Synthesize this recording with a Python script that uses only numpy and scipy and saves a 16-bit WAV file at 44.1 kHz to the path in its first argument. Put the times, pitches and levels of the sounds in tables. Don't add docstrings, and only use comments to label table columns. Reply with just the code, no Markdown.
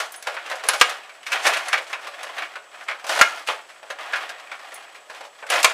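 import sys
import numpy as np
from scipy import signal
from scipy.fft import rfft, irfft, next_fast_len
from scipy.io import wavfile

SR = 44100
rng = np.random.default_rng(int(sys.argv[2]) if len(sys.argv) > 2 else 0)


def generate_wav(sig):
    pcm = np.round(np.clip(np.atleast_2d(sig).T, -1, 1) * 32767).astype(np.int16)
    wavfile.write(sys.argv[1], SR, pcm)


N = 252693
TIME = np.arange(N) / SR
RING_TIME = TIME[:SR // 4]
ATTACK_SAMPLES = 600


def from_db(db):
    return 10 ** (np.asarray(db) / 20)


def rms_one(x):
    return x / np.sqrt(np.mean(x ** 2) + 1e-20)


def at_level(sound, db):
    return from_db(db) * sound / np.sqrt(np.mean(sound[:ATTACK_SAMPLES] ** 2))


def at_hz(points, hz):
    table_hz, value = np.transpose(points)
    return np.interp(np.log(np.maximum(hz, 1)), np.log(table_hz), value)


def add(out, s, sound):
    i = max(round(s * SR), 0)
    out[i:i + len(sound)] += sound[:N - i]


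def coloured(x, spectrum):
    size = next_fast_len(N)
    gain = from_db(at_hz(spectrum, np.fft.rfftfreq(size, 1 / SR)))
    return rms_one(irfft(rfft(x, size) * gain, size)[:N])


def dying(t, t60):
    return np.exp(-np.log(1000) * t / t60)


def drift(per_s):
    knots = rng.standard_normal(2000)
    return np.interp(TIME * per_s, np.arange(len(knots)), knots)


def background(floor_db=-55.5, whine_db=-63.5, whine_hz=7850, whine_width_hz=290):
    # (frequency [Hz], relative density [dB])
    floor_spectrum = [(20, -1), (100, -9), (250, -3.5), (600, 14.5), (1500, -3.5), (3000, -15),
                      (6000, -5.5), (8500, -5), (10000, -16), (15000, -21)]
    floor = coloured(rng.standard_normal(N), floor_spectrum)
    edges_hz = [whine_hz - whine_width_hz / 2, whine_hz + whine_width_hz / 2]
    band = signal.butter(2, edges_hz, "band", fs=SR, output="sos")
    whine = rms_one(signal.sosfilt(band, rng.standard_normal(N)))
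    return from_db(floor_db) * floor + from_db(whine_db) * whine


def room(x, wet_db=-11, build_s=0.003, wall_hz=5000):
    # (frequency [Hz], t60 [s])
    room_t60 = [(150, 0.11), (600, 0.37), (1500, 0.29), (4000, 0.3), (8000, 0.33), (15000, 0.35)]
    t = TIME[:SR * 2 // 3]
    edges_hz = np.geomspace(100, 17000, 9)
    tail = 0
    for low, high in zip(edges_hz, edges_hz[1:]):
        bandpass = signal.butter(2, [low, high], "band", fs=SR, output="sos")
        band = signal.sosfilt(bandpass, rng.standard_normal(len(t)))
        hz = np.sqrt(low * high)
        tail = tail + band * dying(t, at_hz(room_t60, hz)) / np.hypot(1, hz / wall_hz)
    tail = tail * (1 - np.exp(-(t / build_s) ** 2))
    tail = tail / np.sqrt(2 * np.sum(tail ** 2))
    return from_db(wet_db) * signal.fftconvolve(x, tail)[:N]


def pushed(column, idle_db, fall_db_per_s, grip_s=0.025, swell_db=3):
    # (start [s], length [s], rumble of the rink [dB], hiss of the rubbing [dB])
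    pushes = [(-0.02, .04, -32, -40), (.17, .06, -46, -58), (.25, 0.35, -37, -50), (0.643, .13, -30.5, -37),
              (0.812, 0.076, -29, -40), (1.26, 0.045, -33.5, -44), (1.314, 0.21, -26, -38.5),
              (1.419, 0.061, -18, -24), (1.543, 0.14, -30.5, -43.5), (1.8, 0.11, -37.5, -45),
              (1.964, 0.39, -37, -51), (2.341, 0.083, -32.5, -51.5), (2.702, 0.27, -41.5, -53.5),
              (3.071, 0.12, -25, -31), (3.26, 0.12, -35.5, -48), (3.452, 0.06, -33.5, -42),
              (3.984, 0.11, -34.5, -50), (4.125, 0.083, -30, -46.5), (4.267, 0.51, -41, -54),
              (4.813, 0.16, -45.5, -64), (5.09, 0.12, -40.5, -50.5), (5.502, 0.042, -18, -25.5),
              (5.615, 0.046, -25.5, -46)]
    power = from_db(idle_db) ** 2
    for start, length, *levels in pushes:
        t = TIME - start
        swell = swell_db * np.clip(1 - t / length, 0, 1)
        coast = fall_db_per_s * np.maximum(t - length, 0)
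        hold = np.clip(t / grip_s, 0, 1)
        power = power + (hold * from_db(levels[column] - swell - coast)) ** 2
    return np.sqrt(power)


def slips(per_s, spread_db):
    sizes = from_db(spread_db * np.minimum(rng.exponential(1, N), 4))
    return (rng.random(N) < per_s / SR) * sizes * rng.choice([-1, 1], N)


def rubbed(grip, spectrum, t60, count=5):
    out = 0
    for _ in range(count):
        friction = slips(per_s=150, spread_db=3) * grip * from_db(2.8 * drift(22))
        ring = rng.standard_normal(len(RING_TIME)) * dying(RING_TIME, t60)
        out = out + signal.oaconvolve(friction, ring)[:N]
    return coloured(out, spectrum)


def sliding(rumble_gain, hiss_gain, rumble_trim_db=-1.5, hiss_trim_db=-1.5, catch_db=1.5):
    # (frequency [Hz], relative gain [dB])
    rumble_spectrum = [(120, -33), (200, -28.5), (300, -10), (450, -6), (700, 3.5), (1300, 2.5),
                       (2300, 0.5), (3200, -2.5), (5000, -18), (10000, -33)]
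    # (frequency [Hz], relative gain [dB])
    hiss_spectrum = [(2000, -27), (3500, 2.5), (5000, 2), (7000, -1.5), (10000, -5.5), (15000, -22)]
    grip = from_db(catch_db * drift(35))
    rumble = from_db(rumble_trim_db) * rumble_gain * rubbed(grip, rumble_spectrum, t60=0.088)
    hiss = from_db(hiss_trim_db) * hiss_gain * rubbed(grip, hiss_spectrum, t60=0.074)
    return rumble + hiss


def rink_modes(peak_width_hz=32, count=700):
    # (frequency [Hz], relative density [dB])
    rink_spectrum = [(100, -31), (200, -42), (300, -29), (400, -16.5), (560, -5.5), (850, -5.5),
                     (1400, 1.5), (1900, 0), (2500, 0), (3500, -4.5), (6500, -10), (10000, -16.5),
                     (15000, -30.5)]
    # (frequency [Hz], t60 [s])
    plastic_t60 = [(200, 0.35), (600, 0.21), (1500, 0.12), (3000, 0.1), (7000, 0.071), (15000, 0.083)]
    # (frequency [Hz], boost over the dense modes [dB])
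    rink_peaks = [(571, 2.5), (862, 1.5), (1035, 3), (1385, 2.5), (1517, 2), (1662, 1), (2245, 2),
                  (2770, 0)]
    place = (np.arange(count) + rng.random(count)) / count
    hz = (np.sqrt(100) + place * (np.sqrt(16000) - np.sqrt(100))) ** 2
    t = RING_TIME[:SR // 7]
    peaks_db = sum(db * np.exp(-((hz - centre) / peak_width_hz) ** 2) for centre, db in rink_peaks)
    height = from_db(at_hz(rink_spectrum, hz) + peaks_db) * np.sqrt(np.sqrt(hz))
    phase = 2 * np.pi * (hz[:, None] * t + rng.random((count, 1)))
    rings = height[:, None] * np.sin(phase) * dying(t, at_hz(plastic_t60, hz)[:, None])
    attack_power = np.sum(np.mean(rings[:, :ATTACK_SAMPLES] ** 2, axis=1))
    return hz, rings / np.sqrt(attack_power)


def contact(rink, bass_db, treble_db, spot_hz, spread_s, spot_db=6, spot_octaves=0.13,
            bass_hz=560, bass_octaves=0.86, treble_hz=3800):
    hz, rings = rink
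    hollow = np.exp(-(np.log2(hz / bass_hz) / bass_octaves) ** 2)
    spot = np.exp(-(np.log2(hz / spot_hz) / spot_octaves) ** 2)
    top = 1 / (1 + (treble_hz / hz) ** 4)
    strength = from_db(bass_db * hollow + spot_db * spot + treble_db * top)
    attack_db = 10 * np.log10(strength ** 2 @ np.mean(rings[:, :ATTACK_SAMPLES] ** 2, axis=1))
    ring = at_level((rng.standard_normal(len(hz)) * strength) @ rings, attack_db)
    return ring * (1 - np.exp(-RING_TIME[:len(ring)] / spread_s))


def struck(modes, uneven_db=0):
    out = 0
    for hz, db, t60 in modes:
        gain = from_db(db + uneven_db * rng.normal())
        out = out + gain * np.sin(2 * np.pi * hz * RING_TIME) * dying(RING_TIME, t60)
    return out


def ticks(rink, push, per_s=22, tick_db=-5, spread_db=4, hardness_db=4, spot_hz=1900, spot_octaves=0.53,
          count=230):
    out = np.zeros(N)
    for s, chance in rng.random((count, 2)) * [TIME[-1], count / TIME[-1]]:
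        if chance >= per_s:
            continue
        size, hardness, place = rng.standard_normal(3)
        treble_db = hardness_db * (min(hardness, 1) - 1)
        tick = contact(rink, 0, treble_db, spot_hz * 2 ** (spot_octaves * place), spread_s=0.00033)
        add(out, s, push[int(s * SR)] * from_db(tick_db + spread_db * min(size, 1)) * tick)
    return out


def tinks(tick_t60=0.065):
    # (time [s], tick level [dB], ring level [dB])
    taps = [(0.121, -32.5, -47), (0.161, -46, -37), (4.742, -37, -37.5)]
    # (frequency [Hz], level [dB], t60 [s])
    rod_modes = [(6440, -11, 0.22), (8330, -13, .07), (8760, -5, 0.13), (9200, -8, .07), (9930, -1.5, 0.16),
                 (9980, -3, 0.095), (12300, -12, .05)]
    out = np.zeros(N)
    bright = signal.butter(2, 6500, "high", fs=SR, output="sos")
    for s, tick_db, ring_db in taps:
        noise = signal.sosfilt(bright, rng.standard_normal(len(RING_TIME)))
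        tick = noise * dying(RING_TIME, tick_t60)
        add(out, s, from_db(ring_db) * struck(rod_modes) + from_db(tick_db) * tick)
    return out


def clacks(rink, blade_db=-1, body_db=-2):
    # (time [s], level before trims [dB], hardness as treble [dB])
    snaps = [(0.2252, -43.5, 15.5), (0.6868, -16, 7), (1.6837, -38, 15.5), (2.2316, -44, 14),
             (5.5011, -28, 12), (5.6295, -30, 20.5)]
    # (frequency [Hz], relative level [dB], t60 [s])
    blade_modes = [(4480, -37, .03), (5560, -7, 0.023), (6550, -10, 0.051), (7400, -6.5, 0.067),
                   (8070, -5, 0.022), (10500, 7, 0.029), (11700, -6, 0.03)]
    out = np.zeros(N)
    for s, db, treble_db in snaps:
        body = contact(rink, bass_db=5, treble_db=treble_db, spot_hz=1620, spread_s=0.00025)
        add(out, s, at_level(struck(blade_modes, uneven_db=8.5), db + blade_db))
        add(out, s, from_db(db + body_db) * body)
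    return out


def knocks(rink, bounce_db=-4, gain_db=-2, count=4, graze_s=.008, graze_db=-15):
    # (time [s], level before gain_db [dB], bass [dB], treble [dB], spot resonance [Hz])
    hits = [(0.001, -23, 5, 3.5, 1340), (0.141, -37.5, 2, 5, 1630), (0.27, -23, 7.5, -4, 1260),
            (0.342, -35.5, 9.5, 0.5, 640), (0.366, -24, -7, -21, 1530), (0.461, -35.5, 7, -2, 2850),
            (0.498, -31.5, 8, 2.5, 2000), (0.514, -23.5, 9, -7.5, 1820), (0.555, -38.5, 12, 6, 1820),
            (0.637, -33, 17, 2, 1760), (0.734, -22.5, 8, 3.5, 1060), (0.798, -33, 2, 13, 1340),
            (0.894, -33.5, 6, 9.5, 1290), (1.093, -38.5, -5, -5, 2370), (1.23, -40.5, -15, -3, 3000),
            (1.265, -27.5, -11, 0.5, 2400), (1.319, -20, -8, -0.5, 2480), (1.329, -18.5, -5, -4, 3220),
            (1.465, -17.5, 5.5, 3.5, 2330), (1.535, -18.5, -17, -4, 2260), (1.683, -24.5, -8, -15, 1690),
            (1.729, -12.5, -7, -8, 2230), (1.778, -24.5, 2.5, -6, 1880), (1.929, -22.5, -0.5, -9, 2520),
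            (2.07, -32.5, 6, 1, 1180), (2.23, -32, 6, 0, 1080), (2.29, -35, 5.5, -8, 1160),
            (2.382, -25.5, -0.5, -7.5, 1750), (2.421, -24.5, -13, -16, 2320), (2.555, -31, 3.5, -10, 1370),
            (2.809, -34, -14, -23, 1970), (2.884, -19.5, -4, -13, 2130), (2.912, -26.5, 0, -13, 1570),
            (3.042, -33.5, 10, 0, 1040), (3.066, -34.5, 5, 8.5, 1080), (3.093, -22.5, 8, 2.5, 1020),
            (3.157, -22.5, 1.5, -28, 1610), (3.192, -21.5, 13, -1, 1400), (3.473, -26.5, -8, 3.5, 3000),
            (3.486, -17.5, 6.5, -12, 3130), (3.7, -42, -14, -9, 1350), (3.829, -40, 9.5, -7, 850),
            (3.902, -27, 5.5, -3, 1800), (3.987, -31, 2, -12, 1040), (4.133, -17, -4.5, -14.5, 1630),
            (4.159, -25, -12, -7, 1340), (4.292, -32.5, 7.5, 4, 1610), (4.516, -27.5, -0.5, -10.5, 2360),
            (4.719, -37, 8.5, -2.5, 1810), (5.098, -35.5, 10, -5, 1730), (5.208, -40, 16, -3, 750),
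            (5.25, -41, 10.5, 0, 765), (5.426, -32, 7, -26, 1610), (5.466, -36, -1, -0.5, 1900),
            (5.49, -33, 2, -8, 2150), (5.501, -23.5, 12.5, 6, 2940), (5.557, -22.5, 8, -1, 2070),
            (5.631, -22, -10, 0, 2600)]
    rattle_ref_s, rattle_ref_db, rattle_doubles_db = .009, -28, 12
    out = np.zeros(N)
    for s, db, bass_db, treble_db, spot_hz in hits:
        hit_db = db + gain_db
        rattle_s = rattle_ref_s * 2 ** ((db - rattle_ref_db) / rattle_doubles_db)
        graze = contact(rink, bass_db, treble_db, spot_hz, spread_s=0.0019)
        add(out, s - graze_s, from_db(hit_db + graze_db) * graze)
        add(out, s, from_db(hit_db) * contact(rink, bass_db, treble_db, spot_hz, spread_s=0.00044))
        for late in (np.arange(count) + rng.uniform(.5, 1.5, count)) * 2 / count:
            bounce_hz = spot_hz * 2 ** rng.normal(0, 0.1)
            bounce = contact(rink, bass_db, treble_db, bounce_hz, spread_s=0.00046)
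            add(out, s + late * rattle_s, from_db(hit_db + bounce_db) * np.exp(-late) * bounce)
    return out


def shots(rink, board_t60=0.075, crack_t60=0.19):
    # (time [s], crack level [dB], bass [dB], treble [dB], lower mode [Hz], upper mode [Hz], ring [dB])
    impacts = [(0.812, -4, -1, -2.5, 1034, 1270, -16.5), (3.2121, -4, -8, -1.5, 1389, 1616, -5),
               (5.6445, -9, 2, 4.5, 1055, 2378, -10)]
    out = np.zeros(N)
    for s, db, bass_db, treble_db, low_hz, high_hz, ring_db in impacts:
        crack = contact(rink, bass_db, treble_db, high_hz, spread_s=.0003, spot_db=3, spot_octaves=.3)
        add(out, s, from_db(db) * crack * dying(RING_TIME[:len(crack)], crack_t60))
        add(out, s, struck([(low_hz, ring_db, board_t60), (high_hz, ring_db, board_t60)]))
    return out


def scene(radiation_hz=190):
    rink = rink_modes()
    rumble_gain = pushed(0, idle_db=-49, fall_db_per_s=110)
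    hiss_gain = pushed(1, idle_db=-60, fall_db_per_s=128)
    blows = knocks(rink) + shots(rink) + clacks(rink) + tinks() + ticks(rink, rumble_gain)
    blows = signal.sosfilt(signal.butter(2, radiation_hz, "high", fs=SR, output="sos"), blows)
    return (blows + room(blows) + sliding(rumble_gain, hiss_gain) + background())[None]


def record(dry, top=1.0, low_cut_hz=130, cutoff_hz=15500):
    clipped = dry / (1 + (dry / top) ** 12) ** (1 / 12)
    thin = signal.sosfilt(signal.butter(1, low_cut_hz, "high", fs=SR, output="sos"), clipped)
    return signal.sosfilt(signal.ellip(10, .2, 70, cutoff_hz, fs=SR, output="sos"), thin)


dry = scene()
out = record(dry)
generate_wav(out)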